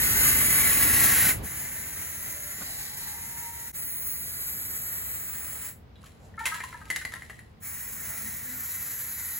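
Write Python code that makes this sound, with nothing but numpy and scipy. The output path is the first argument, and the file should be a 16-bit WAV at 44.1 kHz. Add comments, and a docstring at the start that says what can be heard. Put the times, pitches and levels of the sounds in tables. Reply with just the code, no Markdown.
"""An aerosol can sprays a car bonnet in a brick yard: four passes, the first much louder, the others quieter.
The jet is shaped turbulent noise, with sliding bright and dark bands and sweeping ground and bonnet echoes.
Before the last pass the can is shaken: the ball rings damped modes, paint sloshes as gliding tones, foam fizzes.
Town rumble, faint far whines and one handling bump lie beneath, all shaped noise and gliding sines.
The can is heard through two close phone microphone ports; the whole level dips briefly after the second pass."""
import sys
import numpy as np
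from scipy import signal
from scipy.fft import rfft, irfft, next_fast_len
from scipy.io import wavfile
from scipy.ndimage import map_coordinates

SR = 44100
rng = np.random.default_rng(int(sys.argv[2]) if len(sys.argv) > 2 else 0)


def output_pcm(signal):
    """Save a mono or channel-first signal as 16-bit PCM at the path in sys.argv[1].

    Samples are clipped to [-1, 1] before scaling.
    """
    pcm = np.clip(np.atleast_2d(signal).T, -1, 1) * 32767
    wavfile.write(sys.argv[1], SR, np.round(pcm).astype(np.int16))


N = 414099
T = np.arange(N) / SR
F = np.fft.rfftfreq(next_fast_len(N), 1 / SR) + 1e-6


def undb(db):
    """Decibels to gain."""
    return 10 ** (np.asarray(db) / 20)


def track(rows, t=T):
    """Columns of a curve, read at the times t."""
    s, *columns = np.transpose(rows)
    return [np.interp(t, s, column) for column in columns]


def slope(points, f=F, axis=1):
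    """One dB column of a spectrum, joined on a log-frequency axis."""
    points = np.array(points)
    return np.interp(np.log(f + 1), np.log(points[:, 0]), points[:, axis])


def bell(f, centre, width):
    """A rounded peak of height 1 that falls to 1/e one width from its centre."""
    return np.exp(-((f - centre) / width) ** 2)


def shape(x, gain):
    """Filter by a gain for each frequency."""
    size = next_fast_len(N)
    return irfft(rfft(x, size) * gain, size)[..., :N]


def unit(x):
    """Scale to rms 1."""
    return x / np.sqrt(np.mean(x ** 2))


def walk(rate, size=N):
    """A random wander around zero: straight lines between fresh values, rate of them per second."""
    knots = rng.standard_normal(N // 10)
    return 1.035 * np.interp(np.arange(size) / SR * rate, np.arange(len(knots)), knots)


def add(out, s, x):
    """Mix x into out from the time s."""
    i = int(s * SR)
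    out[i:i + len(x)] += x[:N - i]


def yard(x, t60=0.2):
    """Cars and walls scatter the sound into two unrelated short tails."""
    t = T[:SR // 2]
    tails = rng.standard_normal((2, len(t))) * undb(-60 * t / t60) * (t > .003)
    tails /= np.sqrt(np.sum(tails ** 2, axis=1, keepdims=True))
    return signal.oaconvolve(x[None], tails, axes=1)[:, :N]


# the can travels past the phone: t/s, lead of the left port/ms, top of the diffuse scatter f/Hz
CAN_PLACE = [(.1, 0.14, 6000), (1.05, 0.025, 6200), (1.33, -0.027, 6130), (1.45, -0.059, 6400),
             (2.7, -.13, 6400), (3.68, -0.11, 6400), (3.77, 0.12, 3170), (4.85, 0.16, 4290),
             (5.65, 0.068, 6000), (6, 0, 7700), (7.4, 0, 7700), (7.7, 0.055, 6350), (9.3, -.05, 6050)]
# resonances of the microphone ports: f/Hz, half width f/Hz, level/dB
PORT_RESONANCES = [(1980, 260, 2.8), (3500, 260, -2.2), (4050, 220, 4.7), (7150, 500, 4.2),
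                   (8300, 220, -2.3), (9100, 350, 3.7), (9950, 350, -4.2), (12150, 300, 3.6),
                   (12800, 200, -0.6), (13300, 250, 3.7)]


def ports(direct, wash, in_step_hz=6900, half_turn_hz=2250, dwell=0.88, lean_db=1.05):
    """Two close ports: the nearer leads; treble falls in and out of step, and the wash follows suit."""
    f, t, (straight, *scattered) = signal.stft(np.vstack([direct, wash]), SR, nperseg=1024)
    f = f[:, None]
    lead_ms, scatter_hz = track(CAN_PLACE, t)
    # arrival time sets the phase in the lows, half turns with pauses set it in the treble
    low = 1 / (1 + (f / 6200) ** 40)
    arrival = low * np.clip(2 * np.pi * f * lead_ms / 1000, -np.pi, np.pi)
    turns = np.maximum(f - in_step_hz, 0) / half_turn_hz
    phase = arrival - np.pi * turns + dwell * np.sin(2 * np.pi * turns) / 2
    colour = undb(sum(db * bell(f, hz, width) for hz, width, db in PORT_RESONANCES))
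    both = colour * np.cos(phase / 2)
    apart = colour * 1j * np.sin(phase / 2)
    diffuse = 1 / (1 + (f / scatter_hz) ** 20)

    def blend(gain, spread):
        """Direct sound plus wash: diffuse below the scatter limit, in the ports' phase above it."""
        return straight * gain + spread * (diffuse * colour * np.sqrt(.5) + (1 - diffuse) * gain)

    mid, side = blend(both, scattered[0]), blend(apart, scattered[1])
    # the left port is a little keener in the middle range
    lean = undb(lean_db * bell(f, 1800, 1100))
    return signal.istft(np.array([(mid + side) * lean, (mid - side) / lean]), SR)[1][:, :N]


# colour of the town rumble, relative: f/Hz, level/dB
TOWN_COLOUR = [(15, -59), (25, -25), (50, -4.5), (75, 0.5), (139, -5), (172, -9), (219, -9.5), (271, -15.5),
               (305, -16.5), (370, -21), (450, -16.5), (543, -21.5), (691, -22), (978, -26), (4750, -41),
               (9020, -57), (15000, -49.5)]


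def town(wide_hz=430, swell_db=1, loud_db=-36.5, dropped_db=-48, settled_db=-51,
         loud_until_s=1.44, drop_s=0.043, settle_s=2.1):
    """Far traffic as shaped noise, shared in the bass and diffuse above; it drops, then slowly settles."""
    mid, side = unit(shape(rng.standard_normal((2, N)), undb(slope(TOWN_COLOUR))))
    side = shape(side, F / np.hypot(F, wide_hz))
    corners = np.cumsum((loud_until_s, drop_s, settle_s))
    level_db = np.interp(T, corners, (loud_db, dropped_db, settled_db))
    return np.array([mid + side, mid - side]) * undb(level_db + swell_db * walk(5.4))


# gliding tones: start t/s, loudest t/s, end t/s, first f/Hz, final f/Hz, level/dB, airy share (0-1)
FAR_WHINES = [(0.704, .85, 1.25, 296, 303, -41, 0), (1.996, 2.42, 2.74, 570, 590, -56, 0.6),
              (2.2, 2.27, 2.3, 757, 750, -55, 0.3), (2.639, 2.72, 3.3, 712, 746, -56, .95),
              (2.66, 2.82, 2.97, 863, 848, -55, 0.03), (2.86, 2.97, 3.3, 860, 918, -54, 1),
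              (3.02, 3.15, 3.2, 792, 830, -55, 0.8), (3.05, 3.467, 3.69, 926, 931, -47, .12),
              (7.901, 8.1, 8.3, 613, 644, -58, 0.1), (8.181, 8.235, 8.45, 198, 213.4, -49, 0.26),
              (8.379, 8.524, 8.65, 227, 254.4, -50, .1)]


def whines(waver=0.005, octave_db=-19, flicker_db=3.1, swell_db=14, settling=2.2, scatter_db=-12, air_rate=150):
    """Faint tones swell as they glide, then hold pitch and fade: sines with a weak octave, or airy ones."""
    out = np.zeros(N)
    for start, loudest, end, first_hz, final_hz, db, airy in FAR_WHINES:
        t = np.arange(start, end, 1 / SR)
        airy = np.clip(airy, 0, 1)
        glide = np.interp(t, (start, loudest), (1, 0)) ** settling
        hz = final_hz + (first_hz - final_hz) * glide
        phase = 2 * np.pi * np.cumsum(hz * (1 + waver * walk(40, len(t)))) / SR
        clear = np.sin(phase) + undb(octave_db) * np.sin(2 * phase)
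        # random strengths turn the tone into a narrow band of noise
        air = walk(air_rate, len(t)) * np.sin(phase) + walk(air_rate, len(t)) * np.cos(phase)
        away = np.interp(t, (start, loudest, end), (1, 0, 1)) ** 1.2
        swell = undb(db + flicker_db * walk(18, len(t)) - swell_db * away)
        add(out, start, swell * (np.sqrt(1 - airy) * clear + np.sqrt(airy / 2) * air))
    return out + undb(scatter_db) * yard(out)


# colour of the handling bump, before its level trim: f/Hz, level/dB
BUMP_COLOUR = [(50, -21), (150, 6.5), (400, -8.5), (900, -11), (1500, -1.5), (2500, -23), (3250, -19),
               (4200, -17), (8000, -40)]


def bump(at_s=2.62, length_s=0.016, level_db=-25):
    """A dull, brief bump of handling: a short swell of shaped noise."""
    return shape(rng.standard_normal(N) * bell(T, at_s, length_s), undb(level_db + slope(BUMP_COLOUR)))


def rustle(at_s=6.25, length_s=0.053, centre_hz=620, width_hz=300, level_db=-39.0,
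           swish_hz=8000, swish_width_hz=5000, swish_db=-59):
    """A soft, low rustle with a thin swish as the can is lifted: one swell of noise in two bands."""
    colour = undb(level_db) * bell(F, centre_hz, width_hz) + undb(swish_db) * bell(F, swish_hz, swish_width_hz)
    return shape(rng.standard_normal(N) * bell(T, at_s, length_s), colour)


# colour shared by cracks, pings and fizz, relative: f/Hz, level/dB
CRACK_COLOUR = [(150, -46), (500, -20), (1000, -9.5), (2100, 4), (3200, 3), (5000, -4), (7500, -3),
                (9500, 6.5), (12000, -7.5), (15500, -10)]


def crack_gain():
    """Gain over frequency of the can's dry, bright noises."""
    return undb(slope(CRACK_COLOUR))


# bouts of shaking whip up foam: start t/s, end t/s, strength before trims level/dB
SHAKE_BOUTS = [(6.034, 6.076, -49), (6.447, 6.677, -35.5), (6.88, 7.36, -43.5)]


def foam(rise_db_per_s=320, sag_db_per_s=18, fall_db_per_s=110):
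    """Foam strength: rises quickly into each bout, sags while the shaking lasts, dies away after it."""
    strength = 0
    for start, end, db in SHAKE_BOUTS:
        before = rise_db_per_s * np.maximum(start - T, 0)
        during = sag_db_per_s * np.clip(T - start, 0, end - start)
        after = fall_db_per_s * np.maximum(T - end, 0)
        strength = strength + undb(db - before - during - after)
    return strength


# sloshes ring the gas pocket: t/s, length t/s, lowest f/Hz, step to each of the next three f/Hz,
# glide (share of the pitch), then one level/dB for each of the four tones
PAINT_SLOSHES = [(6.034, .016, 1113, 166, -0.0046, -46.5, -49, -54, -58),
                 (6.34, .012, 1430, 165, 0, -58, -51, -48, -54),
                 (6.376, 0.033, 873, 426, 0.058, -48, -32.5, -41, -44),
                 (6.391, .02, 892, 445, .01, -54, -41, -34, -42),
                 (6.403, .032, 897, 470, 0.0071, -32, -31.5, -39, -43),
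                 (6.432, 0.029, 898, 446, 0.0089, -39, -48, -40, -50),
                 (6.458, 0.029, 1010, 535, 0, -37, -33, -44, -46),
                 (6.474, 0.027, 985, 430, .02, -38, -48, -36, -42),
                 (6.513, 0.034, 953, 325, -0.0011, -34, -28.5, -31, -41),
                 (6.548, 0.032, 997, 338, 0, -39, -46, -38, -51),
                 (6.578, 0.029, 960, 327, 0, -50, -41, -48, -57),
                 (6.604, 0.018, 956, 463, -0.0034, -46, -52, -32, -36),
                 (6.636, .016, 1010, 440, 0, -30.5, -48, -36, -46),
                 (6.725, .015, 1040, 330, 0, -45, -36, -46, -47),
                 (6.742, .022, 945, 364, .06, -37, -44, -39.5, -52),
                 (6.812, 0.027, 896, 337, .02, -48, -42, -45, -52),
                 (6.861, .028, 907, 352, 0.023, -51, -44, -49, -60),
                 (7.011, .023, 1240, 280, -.02, -46, -40, -37, -46),
                 (7.118, 0.029, 980, 298, 0, -47, -42.5, -52, -60),
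                 (7.15, .04, 1020, 320, 0.026, -47, -46, -51, -60)]


def paint(wobble=0.017, rough=0.43, attack_share=0.21, grain_db=6, foam_db=-9.0):
    """Each slosh rings a gas pocket of changing size as four gliding tones; bursting bubbles fizz as noise."""
    out, t = np.zeros(N), T[:SR // 5]
    for s, length, lowest_hz, step_hz, glide, *levels in PAINT_SLOSHES:
        swell = np.minimum(t / (attack_share * length), 1) * np.exp(-(t / length) ** 2 * 2)
        for k, db in enumerate(levels):
            bend = 1 + glide * t / length + wobble * walk(200, len(t))
            pitch = (lowest_hz + k * step_hz) * bend
            strength = undb(db) * (1 + rough * walk(167, len(t)))
            add(out, s, strength * swell * np.sin(2 * np.pi * np.cumsum(pitch) / SR))
    grains = rng.standard_normal(N) * undb(grain_db * walk(600))
    return out + shape(grains, crack_gain()) * foam() * undb(foam_db)


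def clatter(level_db=7, uneven_db=7, contact_s=0.0009, ping_hz=1900, ping_octaves=0.88,
            ping_s=0.0027, ping_db=-8, count=140):
    """The ball skitters along the wall: random noise ticks and tiny pings that follow the foam strength."""
    out, t = np.zeros(N), T[:SR // 30]
    first_s, last_s = SHAKE_BOUTS[1][0], SHAKE_BOUTS[-1][1]
    for where, size, pitch in rng.random((count, 3)):
        tick = rng.standard_normal(len(t)) * np.exp(-t / contact_s)
        hz = ping_hz * 2 ** (ping_octaves * (pitch - .5))
        ping = np.sin(2 * np.pi * hz * t) * np.exp(-t / ping_s)
        gain = undb(level_db + uneven_db * (2 * size - 2.5))
        add(out, first_s + where * (last_s - first_s), gain * (tick + undb(ping_db) * ping))
    return shape(out, crack_gain()) * foam()


# the ball strikes: t/s, ring before its trim level/dB, crack before its colour level/dB,
# contact decay t/s, ring f/Hz, ring t60 before each mode's share t/s
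BALL_KNOCKS = [(5.957, -45, -64, 0.0089, 3500, .03), (6.059, -47, -44, .0076, 1900, .03),
               (6.392, -45, -39.5, 0.014, 1800, .03), (6.456, -16.5, -19.5, 0.0076, 2800, 0.022),
               (6.463, -23, -21.5, 0.0075, 2165, 0.044), (6.499, -28, -37, .004, 2130, 0.034),
               (6.544, -25, -28.5, 0.0064, 1750, 0.044), (6.604, -23, -36, 0.0051, 1950, .04),
               (6.638, -25.5, -30.5, .0054, 2010, .035), (6.729, -33, -45, .0026, 2000, .025),
               (6.815, -44, -47, .0036, 1700, .03), (6.902, -15.5, -21.5, 0.0054, 1937, 0.036),
               (6.912, -24, -33, 0.0024, 1940, .03), (6.961, -20, -19, 0.0031, 2000, 0.046),
               (6.971, -32, -37, .003, 1840, .025), (7.014, -39, -40, .008, 1830, .04),
               (7.051, -20, -25, 0.0031, 2045, 0.032), (7.121, -40, -37, 0.0071, 1800, .03),
               (7.138, -21.5, -25.5, 0.0025, 1950, 0.034), (7.159, -30, -38, .004, 1980, .025),
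               (7.221, -29.5, -40, 0.0045, 2080, 0.02), (7.298, -24.5, -38, 0.0058, 1920, .022),
               (7.391, -34.5, -42.5, 0.0058, 1930, .02)]
# modes of the paint-damped can: multiple of the ring's pitch, relative level/dB, share of the ring's t60
CAN_MODES = [(.66, -30, 1), (.88, -21, 1), (.97, 6.5, 0.96), (1.06, 3, 0.85), (1.15, -5, 0.77),
             (1.44, -10, 1), (1.7, -13, .9), (2.03, -18, .45), (3.5, -26, .7)]


def ball(ring_db=3, detune=0.025, uneven_db=2, rebound_s=0.008, rebound_db=-10, blow_db=-2):
    """Each knock excites the damped can modes with a sharp blow, a short noisy scrape and a rebound."""
    rings, cracks, t = np.zeros(N), np.zeros(N), T[:SR // 5]
    ratio, db, lasting = np.transpose(CAN_MODES)[:, :, None]
    for s, knock_db, crack_db, contact, hz, t60 in BALL_KNOCKS:
        again = t - rebound_s * np.exp(0.3 * rng.standard_normal())
        rebound = undb(rebound_db) * (again > 0) * np.exp(-np.abs(again) / contact)
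        scrape = rng.standard_normal(len(t)) * (np.exp(-t / contact) + rebound)
        shift, weight = rng.standard_normal((2, len(ratio), 1))
        mode_hz = hz * ratio * (1 + detune * shift)
        modes = np.sin(2 * np.pi * mode_hz * t) * undb(-60 * t / (t60 * lasting))
        scraped = signal.fftconvolve(modes, scrape[None] / np.linalg.norm(scrape), axes=1)[:, :len(t)]
        ringing = undb(blow_db) * modes + scraped
        ringing *= undb(db + uneven_db * weight) / np.abs(ringing).max(axis=1, keepdims=True)
        ring = ringing.sum(0)
        add(rings, s, undb(knock_db + ring_db) * ring / np.abs(ring).max() / 2)
        add(cracks, s, undb(crack_db) * scrape)
    return rings + shape(cracks, crack_gain())


def shaking(direct_db=-2, wash_db=-5.5):
    """The shaken can: one row of direct sound and two rows of yard wash."""
    can = ball() + paint() + clatter() + rustle()
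    return np.vstack([undb(direct_db) * can, undb(wash_db) * yard(can, t60=0.33)])


# the valve, one row a pass: opens t/s, closes t/s, opening time t/s, dying-away time t/s
VALVE_PASSES = [(-.05, 1.31, .02, 0.012), (1.41, 3.70, 0.035, 0.0036), (3.724, 5.69, 0.028, 0.019),
                (7.59, 9.5, 0.057, 0.018)]


def stroke(index, first, last, t=T):
    """The hand's even travel: a value moves from first to last during one pass."""
    return np.interp(t, VALVE_PASSES[index][:2], (first, last))


# aim of the nozzle, one curve a pass: t/s, dark band f/Hz, depth of the lobes (1 = full)
NOZZLE_AIM = [
    [(.1, 9550, 0.08), (.75, 7750, 0.3), (1.25, 6700, 0.11)],
    [(1.9, 8300, .15), (2.4, 8900, 0.44), (2.75, 9500, .15), (3.5, 11000, 0.14)],
    [(3.78, 7800, 0.49), (4.1, 7940, 1.2), (4.3, 8640, 0.52), (4.48, 9300, 1.2), (4.95, 9700, 0.73),
     (5.2, 11200, 0.67), (5.42, 12500, 1), (5.68, 12900, 0.74)],
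    [(7.65, 12450, 1.34), (8.25, 12800, 1.1), (8.5, 11000, 0.72), (8.75, 9800, 0.84), (9.3, 9340, 1.2)],
]
# bands that slide with the aim: multiple of the dark band's pitch, half width (same unit),
# level at full depth/dB
NOZZLE_LOBES = [(.76, 0.091, 1), (1, 0.098, -6), (1.27, 0.14, 4.5), (1.55, .1, -1), (1.95, .17, 8.5)]
# resonance between can and bonnet, sliding with the hand: t/s, f/Hz, height level/dB
BONNET_GAP = [(.55, 7500, -1), (.85, 6600, 4), (1.2, 5900, -2), (1.9, 5900, 4), (2.35, 6480, 4),
              (2.65, 7450, 7), (2.95, 8060, 3), (3.7, 8400, -2.5)]
# lift of the hiss's upper middle range: t/s, level/dB
HISS_PRESENCE = [(0, 3), (.6, 0), (1.1, 1), (1.5, -2), (2.15, 0.5), (2.5, 1.5), (2.65, 7), (3.05, 7),
                 (3.2, 1), (3.7, 1.5), (4.3, 6.5), (5.3, 0), (7.8, -2.5), (9.2, 1.5)]


def moving_colour(index, f, t, ripple_hz=1100, reach_hz=900, presence_hz=4400, presence_width_hz=1400):
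    """Changing hiss colour in dB: the nozzle's lobes, the rippled gap resonance and the upper middle range."""
    dark_hz, depth = track(NOZZLE_AIM[index], t)
    gap_hz, gap_db = track(BONNET_GAP, t)
    presence_db, = track(HISS_PRESENCE, t)
    lobes = depth * sum(db * bell(f / dark_hz, ratio, width) for ratio, width, db in NOZZLE_LOBES)
    gap = gap_db * bell(f, gap_hz, reach_hz) * np.cos(2 * np.pi * (f - gap_hz) / ripple_hz)
    return lobes + gap + presence_db * bell(f, presence_hz, presence_width_hz)


# slide of the treble streaks as the hand moves, one value a pass: slide/(octaves per s)
STREAK_SLIDES = [-.2, 0.132, 0.06, -.08]


def streaks(index, f, t, depth_db=1.5, spacing_hz=260, renew_rate=3, above_hz=6000):
    """Random narrow treble ridges, in dB, slide together and blend into new ones, renew_rate per second."""
    across = f * 2 ** (-STREAK_SLIDES[index] * t) / spacing_hz
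    places = np.broadcast_arrays(across, t * renew_rate)
    ridges = map_coordinates(rng.standard_normal((256, 64)), places, order=1, mode="mirror")
    return depth_db * ridges * f ** 4 / (f ** 4 + above_hz ** 4)


# colour of the jet, relative: f/Hz, then one level/dB for each of the four passes
JET_HISS = [(197, -4, -4, -10, -5.5), (505, -17.5, -17, -13, -29), (815, -16, -10.5, -13.5, -10.5),
            (1253, -10.5, -9, -7, -6), (1905, -4, -2, -4.5, 0.6), (2920, -13, -12.5, -14.5, -15),
            (5050, -17.5, -14, -13.5, -12.5), (6560, -10.5, -5.5, -11, -6), (7510, -13, -10, -5, -8),
            (10030, 0.5, 3.5, 1.5, 2), (11900, -5.5, -5, -0.5, 1), (14200, -3.5, -1.5, 1, 0),
            (15560, -7, -3, -1.5, -2.5)]
# one row a pass: level at start/dB, level at end/dB, low rush level at start/dB, low rush level at end/dB
HAND_STROKES = [(-15.5, -13, -1.5, 0.5), (-30.5, -33.5, 0, -2), (-31.5, -33, -3, 1.1), (-34, -32, -2, -2.5)]
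# echoes off ground and bonnet, one row a pass: delay at start t/ms, delay at end t/ms,
# level against the hiss/dB
GROUND_BOUNCE = [(3.2, 3.78, -5), (3.55, 2.1, -7.5), (7.4, 7.9, -7), (6.05, 8.2, -4)]
BONNET_BOUNCE = [(0.56, 1.3, -13), (1.28, 0.7, -38), (0.487, 0.285, -15), (0.336, 0.268, -14)]


def spray(index, rush_hz=3500, lowest_hz=150, sputter_db=1.23, sputter_rate=110, waver_db=0.97,
          direct_db=-2.22, wash_db=-4.0, mist_db=-11):
    """One pass of a turbulent jet: aimed, sputtering noise, as one direct row and two rows of wash."""
    opens, closes, opening, dying = VALVE_PASSES[index]
    # one noise for the direct hiss, two for the spreading mist
    f, t, noise = signal.stft(rng.standard_normal((3, N)), SR, nperseg=512)
    f = f[:, None]
    first_db, last_db, first_rush_db, last_rush_db = HAND_STROKES[index]
    level_db = stroke(index, first_db, last_db, t)
    rush_db = stroke(index, first_rush_db, last_rush_db, t) / (1 + (f / rush_hz) ** 4)
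    db = level_db + slope(JET_HISS, f, axis=index + 1) + rush_db
    db = db + moving_colour(index, f, t) + streaks(index, f, t - opens)
    low_cut = f ** 2 / np.hypot(f ** 2, lowest_hz ** 2)
    hiss = signal.istft(noise * undb(db) * low_cut, SR)[1][:, :N]

    valve = np.clip((T - opens) / opening, 0, 1) ** 2 * np.exp(-np.clip(T - closes, 0, 1) / dying)
    # droplets make the jet sputter
    hiss = hiss * valve * undb(sputter_db * walk(sputter_rate) + waver_db * walk(12))

    # each echo combs the hiss, and the comb sweeps as the hand moves
    bounced = 0
    for first_ms, last_ms, echo_db in (GROUND_BOUNCE[index], BONNET_BOUNCE[index]):
        delay_s = stroke(index, first_ms, last_ms) / 1000
        bounced = bounced + undb(echo_db) * np.interp(T - delay_s, T, hiss[0])
    # walls ring the hiss with fixed ripples; the drifting mist adds a smooth share
    wash = undb(wash_db) * yard(hiss[0]) + undb(mist_db) * hiss[1:]
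    return np.vstack([undb(direct_db) * (hiss[0] + bounced), wash])


# escaping gas keeps can and nozzle ringing faintly: f/Hz, half width f/Hz, level/dB
GAS_RINGS = [(2013, 25, 4), (2271, 22, 4.5), (3739, 12, 4), (7299, 25, 3)]


def jet():
    """All four passes, with narrow peaks where can and nozzle ring."""
    ringing = undb(sum(db * bell(F, hz, width) for hz, width, db in GAS_RINGS))
    return shape(sum(spray(i) for i in range(len(VALVE_PASSES))), ringing)


def scene(dip_s=3.724, dip_width_s=0.0053, dip_db=-20):
    """All sources; the level dips briefly between the second and third pass."""
    can = jet() + shaking()
    out = ports(can[0], can[1:]) + town() + whines() + bump()
    return out * undb(dip_db * bell(T, dip_s, dip_width_s))


def record(dry, top_hz=15800):
    """The phone cuts the top steeply, with a 12th-order elliptic low-pass."""
    return signal.sosfilt(signal.ellip(12, .2, 80, top_hz, fs=SR, output="sos"), dry)


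dry = scene()
out = record(dry)
output_pcm(out)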